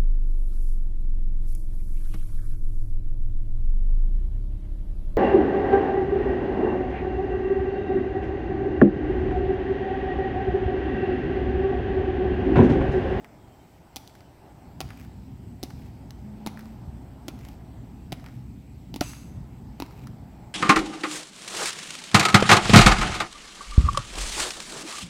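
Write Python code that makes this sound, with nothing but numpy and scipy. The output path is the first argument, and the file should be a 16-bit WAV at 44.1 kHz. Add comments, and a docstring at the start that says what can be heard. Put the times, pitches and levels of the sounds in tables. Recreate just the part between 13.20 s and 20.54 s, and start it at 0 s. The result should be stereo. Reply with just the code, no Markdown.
"""An engine-like rumble with a hum, open air and an insect's chirps (shaped noise, wavering sines) sound throughout.
Light taps (noise bursts), two faint bird whistles (gliding sines) and the first step come before the rumble swells.
Guards march in slow step over stone, two steel-shod heels milliseconds apart (damped modes, noise bursts), with scuffs.
A low tone rises briefly in pitch. Later two shoes clack together and the stone terraces ring (decaying noise).
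One more step and a few taps follow, and the rumble eases at the end."""
import sys
import numpy as np
from scipy import signal
from scipy.fft import rfft, irfft, next_fast_len
from scipy.io import wavfile
from scipy.ndimage import uniform_filter1d, map_coordinates

SR = 44100
rng = np.random.default_rng(int(sys.argv[2]) if len(sys.argv) > 2 else 0)


def pcm_store(signal):
    """Save signal as 16-bit PCM."""
    levels = np.round(np.clip(np.atleast_2d(signal), -1, 1) * 32767)
    wavfile.write(sys.argv[1], SR, levels.astype(np.int16).T)


N = 323694

# pan_db: left over right

# relative spectra of rumble, air and hiss: frequency_hz, density_db
RUMBLE_SPECTRUM = [(12, -69), (20, -27), (52, -1.5), (124, 0), (161, -3.5), (270, -6), (336, -17.5),
                   (396, -18.5), (436, -26.5), (520, -25.5), (680, -69), (1140, -120)]
AIR_SPECTRUM = [(200, -5), (330, 1.5), (400, -1.5), (490, -7.5), (620, -2.5), (840, 0), (1100, -11),
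                (1600, -14.5), (2400, -26.5), (4000, -54)]
HISS_SPECTRUM = [(900, -19), (2000, 6), (3000, 2.5), (3500, -1), (5000, -1.5), (6900, -7), (7800, 0.5),
                 (8450, -1.5), (8900, -13.5), (11000, -8), (13000, -6.5), (15500, -5.5), (16300, -25)]
# left-right correlation of the background: frequency_hz, correlation
STEREO_LIKENESS = [(60, 0.88), (150, 1), (380, 0.88), (950, 0.25), (2380, -0.1), (5980, 0.0084),
                   (15000, -0.18)]
# engine hum, before its wander: centre_hz, level_re_rumble_db
HUM_TONES = [(60.5, -9), (124, -11.5)]
# clearer taps of soles and gear: start_s, clack_db, click_db, pan_db
TAPS = [(0.0454, -46.5, -56.5, -6), (0.876, -66, -47.5, -4), (0.9524, -54, -56.5, -5),
        (1.7048, -41.5, -53, -2.5), (2.9068, -56, -47, 9.5), (3.3735, -43, -57, -2),
        (3.3925, -46, -50.5, -3), (4.2502, -51, -51, -1), (4.2867, -56, -52, 7), (5.042, -48, -58, -5),
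        (5.062, -45.5, -52, -1), (5.934, -44, -54, -2), (6.871, -45.5, -49.5, 1)]
# colour of a sole coming down flat: frequency_hz, gain_db
SOLE_COLOUR = [(450, -15), (850, 1.5), (1400, 4), (2000, 2.5), (2600, -8), (3400, -21), (8000, -30)]
# colour of a steel plate on stone: frequency_hz, gain_db
STEEL_COLOUR = [(1500, -32.5), (2900, 0), (4200, 2), (5800, -0.5), (7000, -6.5), (8500, -10), (11000, -6),
                (13000, -10), (15500, -7.5), (17000, -25)]
# colour of the plaza's returns: frequency_hz, gain_db
PLAZA_COLOUR = [(150, -13), (700, 1), (1500, 0.5), (2500, -4), (4000, -5), (8000, -3), (15000, -1)]
# decay of the plaza's returns: frequency_hz, t60_s
PLAZA_DECAY = [(200, 0.65), (1500, 0.9), (5000, 0.97), (15000, 0.45)]
# far bird's falling whistles, before their wander: start_s, length_s, start_hz, end_hz, level_db
WHISTLES = [(0.132, .46, 3370, 3060, -72.5), (0.893, 0.25, 3130, 3020, -74)]
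# marching steps, base levels: start_s, second_heel_lag_s, thump_db, knock_db, click_db, second_over_first_db, scuff_db
STEPS = [(0.7603, 0.0062, -44.5, -41.5, -34, 0, -70), (1.605, 0.0079, -38, -35.5, -34.5, -5, -55.5),
         (2.43, .0054, -33, -42, -35, 2, -59.5), (3.2633, 0.0087, -30, -35, -36, -1, -63),
         (4.0825, .0034, -36, -39, -38.5, -2.5, -56.5), (4.9216, .0051, -31.5, -37, -37, 1, -64.5),
         (5.7416, .0193, -32.5, -42.5, -38.5, 1.5, -70), (6.6009, .0213, -29, -35.5, -38, 0.5, -58)]
# the two heels of a step, leader first: body_offset_db, pan_db
HEELS = [(-1, -4), (1, 1)]
# colour of a leather contact: frequency_hz, gain_db
LEATHER_COLOUR = [(500, -34), (1000, -0.5), (1400, -1.5), (1650, -8.5), (2100, 0), (2700, -1), (3400, -13),
                  (8000, -35)]
# colour of ground grit: frequency_hz, gain_db
SCUFF_COLOUR = [(800, -11), (1700, -2.5), (2400, 3.5), (3200, -7), (5000, -9), (7000, -10.5),
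                (10500, -18.5), (12500, -7.5), (14000, -14)]
# shoes clacked together, sole edge then heel: start_s, body_db, click_db, pan_db
HEEL_CLACK = [(5.8095, -30, -27, -5), (5.8115, -17, -34, 10)]
# modes of the hollow heels: centre_hz, level_db, t60_s
HEEL_MODES = [(284, 7.5, 0.039), (602, -4.5, 0.065), (715, 2, 0.051), (864, -7, 0.029), (1360, -8.5, 0.016),
              (2020, -12.5, 0.015), (2280, -21, .022), (2750, -18, 0.027)]
# colour of the terraces' bright wash: frequency_hz, density_db
TERRACE_COLOUR = [(600, -19), (1000, -2), (1400, -4), (1750, -9), (2700, 0), (3200, -8.5), (4100, -4.5),
                  (4850, -8), (5400, -7.5), (6400, -2), (7100, -8), (9700, -8), (12300, -11), (16000, -18)]
# steel plates singing on in the wash: centre_hz, width_hz, level_db
PLATE_RESONANCES = [(2680, 110, -0.5), (4800, 160, 0), (6100, 130, 4), (6460, 140, 3), (7900, 140, 3),
                    (11000, 250, -5)]

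RUMBLE_QUIET_DB, RUMBLE_STEADY_DB = -55, -42
SWELL_AT_S, SWELL_S = 1.21, 0.59
EASE_AT_S, EASE_DB_PER_S = 7.1, 24
CHIRP_CENTRE_S, CHIRP_PERIOD_S, CHIRP_LENGTH_S = .49, .51, .12
# gear ticks while the weight shifts after each step
TICK_FROM_S, TICK_SPAN_S = .04, .22
TICK_CLACK_MEAN_DB, TICK_CLICK_MEAN_DB = -56.5, -59
TICK_SCATTER_DB, TICK_PAN_SCATTER_DB = 2, 4
# shoe modes on the ground, before each blow's detuning
THUMP_CENTRE_HZ, THUMP_T60_S = 263, 0.039
KNOCK_CENTRE_HZ, KNOCK_T60_S = 805, 0.025
CLACK_RE_KNOCK_DB = -4.5
ROLL_S, SCUFF_S = .09, .21  # heel strike to scuff; scuff length
DRONE_AT_S, DRONE_ATTACK_S, DRONE_HOLD_S, DRONE_RELEASE_S = 2.95, .15, .38, .14
DRONE_START_HZ, DRONE_RISE_HZ_PER_S, DRONE_MEAN_DB = 205, 28, -44.5
WASH_HOLD_S, WASH_T60_S, WASH_BUILD_S = .085, .63, .012
TOP_HZ = 16350
BLOW_SAMPLES = round(.005 * SR)


def amp(db):
    """Decibels to gain."""
    return 10 ** (np.asarray(db) / 20)


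def unit(x):
    """Scale to rms 1."""
    return x / np.sqrt(np.mean(x ** 2) + 1e-20)


def unit_blow(x):
    """Scale to rms 1 over the first 5 ms of a blow."""
    return x / np.sqrt(np.mean(x[..., :BLOW_SAMPLES] ** 2) + 1e-20)


def along(points, hz):
    """Interpolate (frequency, value) points on a log-frequency axis."""
    f, v = np.transpose(points)
    return np.interp(np.log(hz + 1), np.log(f + 1), v)


def wobble(knots_per_s):
    """Smooth random curve through evenly spaced knots."""
    knots = rng.standard_normal(int(N * knots_per_s / SR) + 4)
    return map_coordinates(knots, [np.arange(N) * knots_per_s / SR])


def ramp(start_s, length_s):
    """0 until the start, then straight up to 1."""
    return np.clip((np.arange(N) / SR - start_s) / length_s, 0, 1)


def sine(hz):
    """Sine that follows a frequency curve."""
    return np.sin(2 * np.pi * np.cumsum(hz) / SR)


def filtered(x, response):
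    """Apply a frequency response."""
    n = x.shape[-1]
    m = next_fast_len(n + SR // 4)
    return irfft(rfft(x, m) * response(np.fft.rfftfreq(m, 1 / SR)), m)[..., :n]


def coloured(x, points, size=2048):
    """Minimum-phase filter of the given shape: nothing sounds before the blow."""
    cepstrum = irfft(np.log(amp(along(points, np.fft.rfftfreq(size, 1 / SR)))))
    cepstrum[1:size // 2] *= 2
    cepstrum[size // 2 + 1:] = 0
    impulse = irfft(np.exp(rfft(cepstrum)))
    return signal.fftconvolve(x, impulse[None], axes=1)[:, :x.shape[1]]


def add(track, start_s, sound):
    """Mix a stereo sound into the track."""
    part = track[:, round(start_s * SR):][:, :sound.shape[1]]
    part += sound[:, :part.shape[1]]


def sides(pan_db):
    """Left and right gains."""
    return amp([[pan_db / 2], [-pan_db / 2]])


def grit(size, lumpy_db):
    """Uneven strength, millisecond by millisecond, of many tiny contacts or returns."""
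    lumps = uniform_filter1d(rng.standard_normal(size), size=48)
    return unit(amp(lumpy_db * unit(lumps)))


def crack(colour, t60_s, grit_db, grit_t60_s, width):
    """Hard contact: a very short noise burst, then grit crushed underneath."""
    t = np.arange(SR // 8) / SR
    burst = amp(-60 * t / t60_s)
    crush = amp(grit_db - 60 * t / grit_t60_s) * grit(size=len(t), lumpy_db=2.0)
    noise = rng.standard_normal(len(t)) + width * rng.standard_normal((2, len(t)))
    return unit_blow(coloured(noise * (burst + crush), colour))


def mode(centre_hz, t60_s, scatter):
    """Damped resonance, tuned a little differently by each blow."""
    t = np.arange(SR // 8) / SR
    hz = centre_hz * np.exp(scatter * rng.standard_normal())
    return unit_blow(np.sin(2 * np.pi * hz * t) * amp(-60 * t / t60_s))


def plaza(sound, build_s):
    """Scattered returns from steps, walls and trees, drawn anew for each contact."""
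    hz, t, z = signal.stft(rng.standard_normal((2, SR)), SR, nperseg=256)
    decay = amp(-60 * t / along(PLAZA_DECAY, hz)[:, None])
    tail = signal.istft(z * decay * (1 - np.exp(-t / build_s)), SR, nperseg=256)[1]
    response = coloured(tail / np.linalg.norm(tail[0]), PLAZA_COLOUR)
    return signal.fftconvolve(sound, response, axes=1)


def rush(spectrum, patchy_db):
    """Stereo noise of rms 1 with time-frequency patches of random gain."""
    z = signal.stft(rng.standard_normal((2, N)), nperseg=512)[2]
    field = uniform_filter1d(rng.standard_normal(z.shape[1:]), size=6, axis=0)
    field = uniform_filter1d(field, size=14, axis=1)
    pair = signal.istft(z * amp(patchy_db * unit(field)), nperseg=512)[1][:, :N]

    def mid_side_response(hz):
        """Split power between mid and side to set the left-right correlation."""
        angle = np.arccos(np.clip(along(STEREO_LIKENESS, hz), -1, 1)) / 2
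        return amp(along(spectrum, hz)) * np.array([np.cos(angle), np.sin(angle)])

    mid, side = filtered(pair, mid_side_response)
    return unit(np.array([mid + side, mid - side]))


def background():
    """Distant engine rumble (low noise) with wavering hum, under the rush of open air."""
    swell = np.sin(np.pi / 2 * ramp(SWELL_AT_S, SWELL_S))
    ease_db = EASE_DB_PER_S * np.maximum(np.arange(N) / SR - EASE_AT_S, 0)
    rumble_db = RUMBLE_QUIET_DB + (RUMBLE_STEADY_DB - RUMBLE_QUIET_DB) * swell - ease_db
    hum = np.zeros(N)
    for centre_hz, level_db in HUM_TONES:
        level = amp(level_db + 1.4 * wobble(4.4)) * np.sqrt(2)
        hum += level * sine(centre_hz * (1 + 0.02585 * wobble(7)))
    rumble = amp(rumble_db) * (rush(RUMBLE_SPECTRUM, patchy_db=1.5) + hum)
    air = amp(-53.5 + 1.64 * wobble(1.91)) * rush(AIR_SPECTRUM, patchy_db=1.14)
    hiss = amp(-63.0 + 0.1 * wobble(2.7)) * rush(HISS_SPECTRUM, patchy_db=1.8)
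    return rumble * sides(.3) + air * sides(-1.3) + hiss * sides(0.63)


def insect():
    """Bush cricket in the trees: short, very high, wavering tone pulses at a steady pace."""
    half_period_s = CHIRP_PERIOD_S / 2
    from_centre_s = (np.arange(N) / SR - CHIRP_CENTRE_S + half_period_s) % CHIRP_PERIOD_S - half_period_s
    chirps = np.exp(-(2 * from_centre_s / CHIRP_LENGTH_S) ** 4)
    hz = 13000 + 60 * wobble(5) + 90 * wobble(400)
    return amp(-79.0 + 2.5 * wobble(14)) * chirps * sine(hz)


def ticks(count):
    """Faint contacts at random moments after each step, as rows like those of TAPS."""
    starts_s = np.repeat([step[0] for step in STEPS], count)
    times_s = starts_s + TICK_FROM_S + TICK_SPAN_S * rng.random(len(starts_s))
    scatter_db = [TICK_SCATTER_DB, TICK_SCATTER_DB, TICK_PAN_SCATTER_DB]
    spread_db = rng.standard_normal((len(starts_s), 3)) * scatter_db
    return np.column_stack([times_s, spread_db + [TICK_CLACK_MEAN_DB, TICK_CLICK_MEAN_DB, 0]])


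def taps():
    """Soles settle and gear ticks: light noise-burst contacts with plaza returns."""
    out = np.zeros((2, N))
    for start_s, clack_db, click_db, pan_db in [*TAPS, *ticks(count=2)]:
        clack = amp(clack_db) * crack(SOLE_COLOUR, t60_s=.007, grit_db=-14, grit_t60_s=.08, width=.7)
        click = amp(click_db) * crack(STEEL_COLOUR, t60_s=.006, grit_db=-14, grit_t60_s=.05, width=.6)
        tap = (clack + click) * sides(pan_db)
        add(out, start_s, tap)
        add(out, start_s, amp(-9) * plaza(tap, build_s=0.007))
    return out


def bird():
    """Thin sine whistles that drop quickly, then level off."""
    out = np.zeros((2, N))
    for start_s, length_s, start_hz, end_hz, level_db in WHISTLES:
        u = np.linspace(0, 1, round(length_s * SR))
        hz = end_hz + (start_hz - end_hz) * (1 - u) ** 2 + 14 * wobble(90)[:len(u)]
        level = amp(level_db + 3.1 * wobble(44)[:len(u)]) * np.sin(np.pi * u)
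        add(out, start_s, level * sine(hz) * sides(1))
    return out


def footsteps():
    """Two heels land just apart; each thumps and knocks the shoe while its steel plate clicks on stone."""
    out = np.zeros((2, N))
    for start_s, lag_s, thump_db, knock_db, click_db, accent_db, _ in STEPS:
        for late, (body_db, pan_db) in enumerate(HEELS):
            knock = amp(knock_db) * mode(KNOCK_CENTRE_HZ, KNOCK_T60_S, scatter=0.088)
            thump = amp(thump_db) * mode(THUMP_CENTRE_HZ, THUMP_T60_S, scatter=0.15)
            body = amp(body_db) * (knock - thump)
            clack = crack(LEATHER_COLOUR, t60_s=0.0023, grit_db=-20, grit_t60_s=0.1, width=0.92)
            click = crack(STEEL_COLOUR, t60_s=0.0048, grit_db=-17.5, grit_t60_s=0.069, width=0.46)
            contact = amp(knock_db + CLACK_RE_KNOCK_DB) * clack + amp(click_db - 1.0) * click
            step = amp((late - .5) * accent_db) * (body + contact * sides(pan_db))
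            add(out, start_s + late * lag_s, step)
            add(out, start_s + late * lag_s, amp(-10) * plaza(step, build_s=0.014))
    return out


def scuffs():
    """After each heel strike the other sole rolls off the stone and grinds a little grit."""
    out = np.zeros((2, N))
    size = round(SCUFF_S * SR)
    for start_s, *_, scuff_db in STEPS:
        grains = rng.standard_normal((2, size)) * grit(size=size, lumpy_db=6)
        envelope = np.sqrt(np.hanning(size))
        add(out, start_s + ROLL_S, amp(scuff_db) * envelope * unit(coloured(grains, SCUFF_COLOUR)))
    return out


def drone():
    """Faint low sine that swells, holds and fades while its pitch rises steadily."""
    release_at_s = DRONE_AT_S + DRONE_ATTACK_S + DRONE_HOLD_S
    envelope = ramp(DRONE_AT_S, DRONE_ATTACK_S) * (1 - ramp(release_at_s, DRONE_RELEASE_S))
    hz = DRONE_START_HZ + DRONE_RISE_HZ_PER_S * (np.arange(N) / SR - DRONE_AT_S)
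    return envelope * amp(DRONE_MEAN_DB + 1.6 * wobble(17)) * np.sqrt(2) * sine(hz)


def terrace_wash():
    """Rows of terraces answer at about the same strength, then die away; steel plates sing within."""
    t = np.arange(SR) / SR
    decay = amp(-60 * np.maximum(t - WASH_HOLD_S, 0) / WASH_T60_S)
    envelope = (1 - np.exp(-t / WASH_BUILD_S)) * decay
    noise = rng.standard_normal((2, SR)) + 0.27 * rng.standard_normal(SR)
    returns = unit(coloured(noise * grit(size=SR, lumpy_db=2.0), TERRACE_COLOUR))

    def plates(f):
        """Sum of resonance peaks."""
        return sum(amp(db) / (1 + (2 * (f - hz) / width_hz) ** 2) for hz, width_hz, db in PLATE_RESONANCES)

    ring = unit(filtered(rng.standard_normal((2, SR)), plates))
    return envelope * (amp(-44.0) * returns + amp(-47.5) * ring) * sides(-0.89)


def heel_clack():
    """Shoe against shoe: a hollow double blow of damped modes and bursts, with the terraces' wash."""
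    out = np.zeros((2, N))
    for start_s, body_db, click_db, pan_db in HEEL_CLACK:
        body = 0
        for k, (hz, level_db, t60_s) in enumerate(HEEL_MODES):
            body = body + (-1) ** k * amp(level_db) * mode(hz, t60_s, scatter=0.011)
        clack = amp(-5) * crack(LEATHER_COLOUR, t60_s=0.0046, grit_db=-10.5, grit_t60_s=0.12, width=.7)
        click = crack(STEEL_COLOUR, t60_s=0.004, grit_db=-15.5, grit_t60_s=0.079, width=1.0)
        contact = amp(click_db) * (clack + click) * sides(pan_db)
        add(out, start_s, amp(body_db) * unit_blow(body) + contact)
    add(out, HEEL_CLACK[0][0], terrace_wash())
    return out


def scene():
    """The guards on the plaza, over the background."""
    return background() + insect() + taps() + bird() + footsteps() + scuffs() + drone() + heel_clack()


def record(dry):
    """Steep low-pass, 3 dB down at TOP_HZ."""
    return filtered(dry, lambda hz: 1 / np.sqrt(1 + (hz / TOP_HZ) ** 120))


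dry = scene()
out = record(dry)
pcm_store(out)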